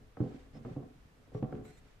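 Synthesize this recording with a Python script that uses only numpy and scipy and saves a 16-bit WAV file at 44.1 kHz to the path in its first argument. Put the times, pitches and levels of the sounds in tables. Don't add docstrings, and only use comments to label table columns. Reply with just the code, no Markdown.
import sys
import numpy as np
from scipy import signal
from scipy.fft import rfft, irfft, next_fast_len
from scipy.io import wavfile
from scipy.ndimage import map_coordinates

SR = 44100
rng = np.random.default_rng(int(sys.argv[2]) if len(sys.argv) > 2 else 0)


def ratio_of_db(decibels):
    return 10 ** (np.asarray(decibels, float) / 20)


def persist_wave(psi):
    counts = np.round(np.clip(psi, -1, 1) * 32767).astype(np.int16)
    wavfile.write(sys.argv[1], SR, np.atleast_2d(counts).T)


N = 88200


def unit(x):
    return x / np.sqrt(np.mean(x ** 2) + 1e-20)


def along(points, hz):
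    f, v = np.transpose(points)
    return np.interp(np.log(hz + 1), np.log(f + 1), v)


def wobble(rate):
    return map_coordinates(rng.standard_normal(400), [np.arange(N) * rate / SR])


def filtered(x, response):
    m = next_fast_len(N + SR // 2)
    return irfft(rfft(x, m) * response(np.fft.rfftfreq(m, 1 / SR)), m)[..., :N]


def swells(spans, levels_db):
    t = np.arange(N) / SR
    total = 0
    for (start_s, length_s), level_db in zip(spans, levels_db):
        arch = np.sin(np.pi * np.clip((t - start_s) / length_s, 0, 1)).clip(0)
        total = total + ratio_of_db(level_db) * np.sqrt(arch)
    return total


def add_at(out, start_s, sound):
    start = round(start_s * SR)
    out[:, start:start + sound.shape[1]] += sound


# pitch_hz, likeness [-1 to 1]
DIFFUSE_LIKENESS = [(30, 1), (200, 0.72), (600, 0.36), (1500, 0), (3000, 0.067)]


def noise(gain, likeness=DIFFUSE_LIKENESS):
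    def response(hz):
        angle = np.arccos(np.clip(along(likeness, hz), -1, 1)) / 2
        return gain(hz) * [np.cos(angle), np.sin(angle)]

    mid, side = filtered(rng.standard_normal((2, N)), response)
    return unit(np.array([mid + side, mid - side]))


def coloured(spectrum, likeness=DIFFUSE_LIKENESS):
    return noise(lambda hz: ratio_of_db(along(spectrum, hz)), likeness)


SCATTER_DB, DETUNE = 2, .008
SKEW_PER_KHZ = 1


def ring(modes, rise_s):
    t = np.arange(SR // 4) / SR
    hz, db, t60, pan = np.transpose(modes)[..., None]
    level, tune, skew = rng.standard_normal((3, *hz.shape))
    phase = 2 * np.pi * hz * (1 + DETUNE * tune) * t
    decay = ratio_of_db(db + SCATTER_DB * level - 60 * t / t60)
    size = decay * (1 - np.exp(-t / rise_s)) ** 2
    ears = []
    for side in (1, -1):
        offset = side * skew * SKEW_PER_KHZ * hz / 2000
        ears.append(-(size * ratio_of_db(side * pan / 2) * np.sin(phase + offset)).sum(0))
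    return np.array(ears)


# start_s, level_db
BLOW_EVENTS = [
    (0.17, -42.5),
    (0.2038, -22),
    (.649, -39),
    (0.764, -33),
    (1.347, -33),
    (1.4259, -25),
    (1.5255, -33),
]
# pitch_hz, level_db, t60_s
STRUCK_SPOTS = [
    [(116, 1, .1), (211, -5.5, 0.17), (270, -0.5, 0.064), (475, -2, 0.12), (568, -2.5, .06),
     (738, 2.5, .03), (857, -22, 0.015), (1270, -10, 0.041)],
    [(127.4, 0.5, 0.13), (171.4, -4, 0.13), (215.7, -4.5, 0.17), (294.6, -2.5, 0.18), (420.5, -15.5, 0.19),
     (495, -21, 0.21), (564, -20, 0.11), (247, 5.5, .02)],
    [(136, -2, 0.15), (173, -5, 0.082), (235.6, 3.5, 0.072), (369.1, -6.5, 0.45), (481, -0.5, 0.043),
     (642, -12.5, 0.11), (680, -3, 0.029), (1230, -6, 0.018)],
    [(136.5, 1, .17), (105, -12, 0.15), (285, -4, 0.11), (294.8, -5, 0.152), (359.3, -12, .3),
     (444, -15.5, 0.14), (494, -8.5, 0.11), (650, -12.5, 0.036)],
    [(129, 8, 0.09), (293, -5.5, 0.12), (431.2, -4, 0.24), (482, -3, 0.079), (743, -16.5, 0.13),
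     (772, -29, 0.13), (1166, -23, 0.19), (1106, -27, 0.29)],
    [(144, -1.5, 0.14), (222.3, -4, 0.19), (283.5, -4.5, 0.084), (435.6, -15, 0.19), (490, -7, 0.069),
     (626, -21, 0.26), (766, -11.5, 0.032), (280, 4, 0.014)],
    [(217.3, -6, 0.24), (433, -8, .18), (489, -5, 0.081), (540, -5.5, 0.046), (717, -6, .05),
     (950, -17, 0.022), (1380, -9.5, .02), (364.6, -11, 0.39)],
]
# pitch_hz, left_minus_right_db
SPOT_BALANCE = [(125, -1.5), (220, -2.5), (295, -1.5), (430, 6), (495, -1.5), (740, 1.5), (1200, 1)]
RISE_CYCLES = 0.24


def blows():
    out = np.zeros((2, N + SR))
    for (start_s, level_db), spot in zip(BLOW_EVENTS, STRUCK_SPOTS):
        hz = np.array(spot)[:, :1]
        modes = np.hstack([spot, along(SPOT_BALANCE, hz)])
        add_at(out, start_s, ratio_of_db(level_db) * ring(modes, RISE_CYCLES / hz))
    return out[:, :N]


# start_s, top_level_db, frame_level_db, clamp_level_db, block_level_db
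THUD_EVENTS = [(.238, -68, -52, -38, -45), (.262, -37, -35.5, -36, -47.5), (.345, -47, -46, -46, -55.5),
               (.464, -70, -61, -64, -62.5), (.534, -47.5, -54.5, -64, -65), (.567, -44, -47, -48, -56),
               (.61, -52, -49, -74, -63), (.682, -58, -56, -60.5, -52), (.708, -40, -54, -46.5, -55),
               (.795, -57, -55, -43.5, -53.5), (.815, -54, -66, -49.5, -59), (.86, -55, -58, -54, -72),
               (.905, -57.5, -68, -51.5, -81), (.953, -55, -70, -59.5, -74), (1.050, -55, -77, -54, -69),
               (1.169, -70, -66, -68, -70), (1.2, -64, -66, -60, -66), (1.276, -66, -63, -61, -65),
               (1.319, -56, -60.5, -54, -54.5), (1.366, -42, -57, -50, -47.5),
               (1.399, -41, -51, -55, -53.5), (1.442, -35, -42.5, -46, -48.5),
               (1.474, -39.5, -45, -58, -57.5), (1.537, -35, -47.5, -50, -59),
               (1.585, -62, -50, -42, -55.5), (1.612, -48, -59, -66, -54),
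               (1.652, -51, -58.5, -47.5, -55.5), (1.701, -51.5, -86, -69, -72)]
# pitch_hz, level_db, t60_s, left_minus_right_db
TOP_MODES = [(58.4, -11.5, 0.69, 6.5), (127.7, -9, 0.11, -1.5), (140.6, 3, 0.13, -1), (163, -5, 0.12, -1),
             (179.3, 5, 0.014, -4)]
FRAME_MODES = [(200, -17, 0.079, -7.5), (223.9, -0.5, 0.19, -5.5), (251.5, -6.5, 0.25, -3.5)]
CLAMP_MODES = [(264.1, -0.5, 0.14, -1.4), (291.2, -5.5, 0.071, -1.9), (347.6, -14, 0.16, -0.62),
               (290.5, -0.5, 0.021, -2.1)]
BLOCK_MODES = [(368.5, -4.5, 0.2, -0.25), (428.5, -2, 0.21, -0.52), (486.7, -1, 0.067, 2.3),
               (549.2, -9, 0.14, -1.8), (626, -10, 0.1, 0.52), (478, 6, 0.019, 0.83)]
BODY_RISES = [0.0024, 0.00057, 0.0021, 0.0009]
BODIES = (TOP_MODES, FRAME_MODES, CLAMP_MODES, BLOCK_MODES)


def thuds():
    out = np.zeros((2, N + SR))
    for start_s, *levels_db in THUD_EVENTS:
        for level_db, body, rise_s in zip(levels_db, BODIES, BODY_RISES):
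            add_at(out, start_s, ratio_of_db(level_db) * ring(body, rise_s))
    return out[:, :N]


# start_s, level_db, crack_brightness_db
JAW_EVENTS = [(.1695, -54, -5.5), (.2055, -46.5, -14.5), (.219, -56, -35), (0.6501, -54, -8),
              (.7640, -53, -19), (1.319, -60.5, -16), (1.3480, -52, -11), (1.4258, -44.5, -9),
              (1.443, -46.5, -17), (1.5255, -52, -8), (1.551, -54, -6), (1.652, -53.5, -6.5)]
# pitch_hz, level_db, t60_s, left_minus_right_db
JAW_MODES = [(738.3, -4, 0.11, -8.5), (789, -15, 0.21, 2), (860, -35.5, 0.025, -6.5),
             (1053, -20, 0.31, -13), (1136, -11.5, 0.14, -2), (1346, -7, 0.039, -3.5),
             (1506, -9.5, 0.022, -4)]
# pitch_hz, level_db [per Hz]
CRACK_COLOUR = [(900, -120), (1400, 2.5), (2000, 1), (3200, -9.5), (6000, -30.5), (12000, -43.5)]
JAW_RISE_S, CRACK_T60_S = 0.00036, 0.031


def jaw_ticks():
    out, cracks, t = np.zeros((2, N + SR)), np.zeros(N), np.arange(N) / SR
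    for start_s, level_db, bright_db in JAW_EVENTS:
        add_at(out, start_s, ratio_of_db(level_db) * ring(JAW_MODES, JAW_RISE_S))
        decay_db = -60 * np.abs(t - start_s) / CRACK_T60_S
        cracks += (t > start_s) * ratio_of_db(level_db + bright_db + decay_db)
    return out[:, :N] + cracks * coloured(CRACK_COLOUR, [(1000, 0.25)])


# start_s, level_db
DRAG_EFFORT = [(0, -57.5), (.15, -72), (.2, -39), (.4, -57), (.52, -70), (.55, -47.5), (.62, -55),
               (.66, -40), (.735, -52.5), (.76, -51.5), (0.818, -45.5), (.92, -71.5), (1.25, -73.5),
               (1.331, -58), (1.501, -43.5), (1.6, -46.5), (1.75, -61), (2, -78)]
DRAG_SHARES = [-1.5, -6, -4.5, -7.5, -11]
SLIPS_PER_S, SLIP_SPREAD_DB, GRIP_T60_S = 700, 2.5, .3


def drag():
    s, db = np.transpose(DRAG_EFFORT)
    effort = ratio_of_db(np.interp(np.arange(N) / SR, s, db))
    bodies, rises = [*BODIES, JAW_MODES], [*BODY_RISES, JAW_RISE_S]
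    out = 0
    for place in range(3):
        chance, size = rng.random((2, N))
        slips = (chance < SLIPS_PER_S / 3 / SR) * rng.choice([-1, 1], N)
        slips = slips * ratio_of_db(-SLIP_SPREAD_DB * np.log(size + 0.00056))
        body = sum(ratio_of_db(share) * ring(modes, rise_s)
                   for share, modes, rise_s in zip(DRAG_SHARES, bodies, rises))
        body = body * ratio_of_db(-60 * np.arange(body.shape[1]) / SR / GRIP_T60_S)
        force = (unit(slips) * effort)[None]
        out = out + signal.fftconvolve(force, body, axes=1)[:, :N] / np.linalg.norm(body[0])
    return ratio_of_db(-9) * out


def bench_high_pass(x):
    corner_hz = 83.5
    return filtered(x, lambda hz: -hz ** 2 / (corner_hz ** 2 - hz ** 2 + 1.4j * hz * corner_hz))


# pitch_hz, width_hz, level_db
PALM_RESONANCES = [(2070, 530, 15), (3820, 330, -2), (5800, 170, 0), (6970, 180, -7), (7300, 230, 2),
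                   (8140, 420, 3), (10100, 780, -11), (11800, 610, -9)]
# start_s, length_s
PALM_STROKES = [
    (1.635, .08),
    (1.70, .065),
    (1.755, .05),
]
PALM_LEVELS = [-66, -70, -68.5]


def palm():
    def response(f):
        return sum(ratio_of_db(db) * width / np.hypot(width, 2 * (f - hz)) for hz, width, db in PALM_RESONANCES)

    return swells(PALM_STROKES, PALM_LEVELS) * ratio_of_db(1.4 * wobble(90)) * noise(response)


# pitch_hz, level_db [per Hz]
CLOTH_COLOUR = [(600, -120), (900, -0.5), (2000, 2), (4000, -7.5), (8000, -14), (12000, -37.5),
                (16000, -47.5)]
# start_s, length_s
SLEEVE_MOVES = [(.18, .3), (.53, .07), (.62, .16), (.9, .24), (1.33, .07), (1.42, .025), (1.5, .1),
                (1.8, .18)]
SLEEVE_LEVELS = [-68, -67.5, -69, -78.5, -68, -82, -73.5, -72]


def sleeves():
    return swells(SLEEVE_MOVES, SLEEVE_LEVELS) * ratio_of_db(1.2 * wobble(60)) * coloured(CLOTH_COLOUR)


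# start_s, length_s, pitch_hz, level_db
SQUEAK_EVENTS = [(.54, .045, 5230, -75), (1.35, .045, 5650, -81), (1.235, .03, 5800, -85),
                 (.805, .07, 1071, -72), (.675, .03, 1130, -66), (1.645, .065, 4030, -79),
                 (1.695, .075, 4160, -79), (1.76, .04, 3700, -80), (1.635, .045, 6960, -80),
                 (1.65, .05, 7750, -79), (.175, .075, 4500, -84), (1.715, .06, 7870, -83),
                 (1.76, .035, 7020, -80), (1.635, .05, 12000, -86), (1.665, .05, 1470, -72)]


def squeaks():
    waver, flutter_db = .004, 2.5
    out = 0
    for start_s, length_s, hz, level_db in SQUEAK_EVENTS:
        phase = 2 * np.pi * np.cumsum(hz * (1 + waver * wobble(90))) / SR
        ears = []
        for ear in range(2):
            tone = np.sin(phase + 2 * np.pi * rng.random() + wobble(40))
            ears.append(ratio_of_db(flutter_db * wobble(190)) * tone)
        out = out + np.sqrt(2) * swells([(start_s, length_s)], [level_db]) * np.array(ears)
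    return out


# pitch_hz, t60_s
ROOM_DECAY = [(100, 0.22), (1000, 0.65), (8000, 0.18)]
# pitch_hz, likeness [-1 to 1]
ROOM_LIKENESS = [(100, 0.84), (300, 0.39), (1000, 0.054), (3000, 0.0044)]
ROOM_DB, ROOM_LOW_HZ = -8, 450


def walls(bench):
    x = filtered(bench.mean(0), lambda hz: hz / np.hypot(hz, ROOM_LOW_HZ))
    diffuse = noise(lambda f: 1 + 0 * f, ROOM_LIKENESS)[:, :SR // 2]
    hz, t, z = signal.stft(diffuse, SR, nperseg=256)
    fade = ratio_of_db(-60 * t / along(ROOM_DECAY, hz)[:, None])
    tail = signal.istft(z * fade, SR, nperseg=256)[1]
    tail = tail / np.linalg.norm(tail[0])
    delayed = np.pad(x, (300, 0))[None]
    return ratio_of_db(ROOM_DB) * signal.fftconvolve(delayed, tail, axes=1)[:, :N]


# pitch_hz, level_db [per Hz]
AIR_COLOUR = [(53, -35), (90, 0), (411, -13), (448, -8.5), (488, -13), (673, -13.5), (782, -17.5),
              (1420, -17), (15000, -39.5)]


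def air():
    return ratio_of_db(-65.5 + 0.2 * wobble(26)) * coloured(AIR_COLOUR)


# pitch_hz, level_db [per Hz]
RUMBLE_COLOUR = [(8.8, -8), (15, -1), (65, 1), (81, -18), (100, 0), (130, -45), (220, -120)]
# start_s, level_db
RUMBLE_COURSE = [(0, -62), (.35, -62), (.7, -58.5), (1.0, -62.5), (1.2, -66.5), (1.45, -58), (2, -62.5)]


def rumble():
    s, db = np.transpose(RUMBLE_COURSE)
    swell_db = np.interp(np.arange(N) / SR, s, db - db.mean())
    return ratio_of_db(-61.5 + swell_db + 0.67 * wobble(11.0)) * coloured(RUMBLE_COLOUR)


# pitch_hz, left_minus_right_db
STEREO_TILT = [(100, 2), (4000, -1.7), (8000, -4), (13000, 4.5)]


def scene():
    bench = bench_high_pass(blows() + thuds() + jaw_ticks() + drag())
    around = palm() + sleeves() + squeaks() + air() + rumble()
    around = filtered(around, lambda hz: ratio_of_db(along(STEREO_TILT, hz) * np.array([[.5], [-.5]])))
    return bench + walls(bench) + around


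def top_cut(x):
    return signal.sosfilt(signal.butter(12, 15150, fs=SR, output="sos"), x)


def record(dry):
    top_hz = 15140
    mix = filtered(dry, lambda hz: hz < top_hz)
    return top_cut(mix)


dry = scene()
out = record(dry)
persist_wave(out)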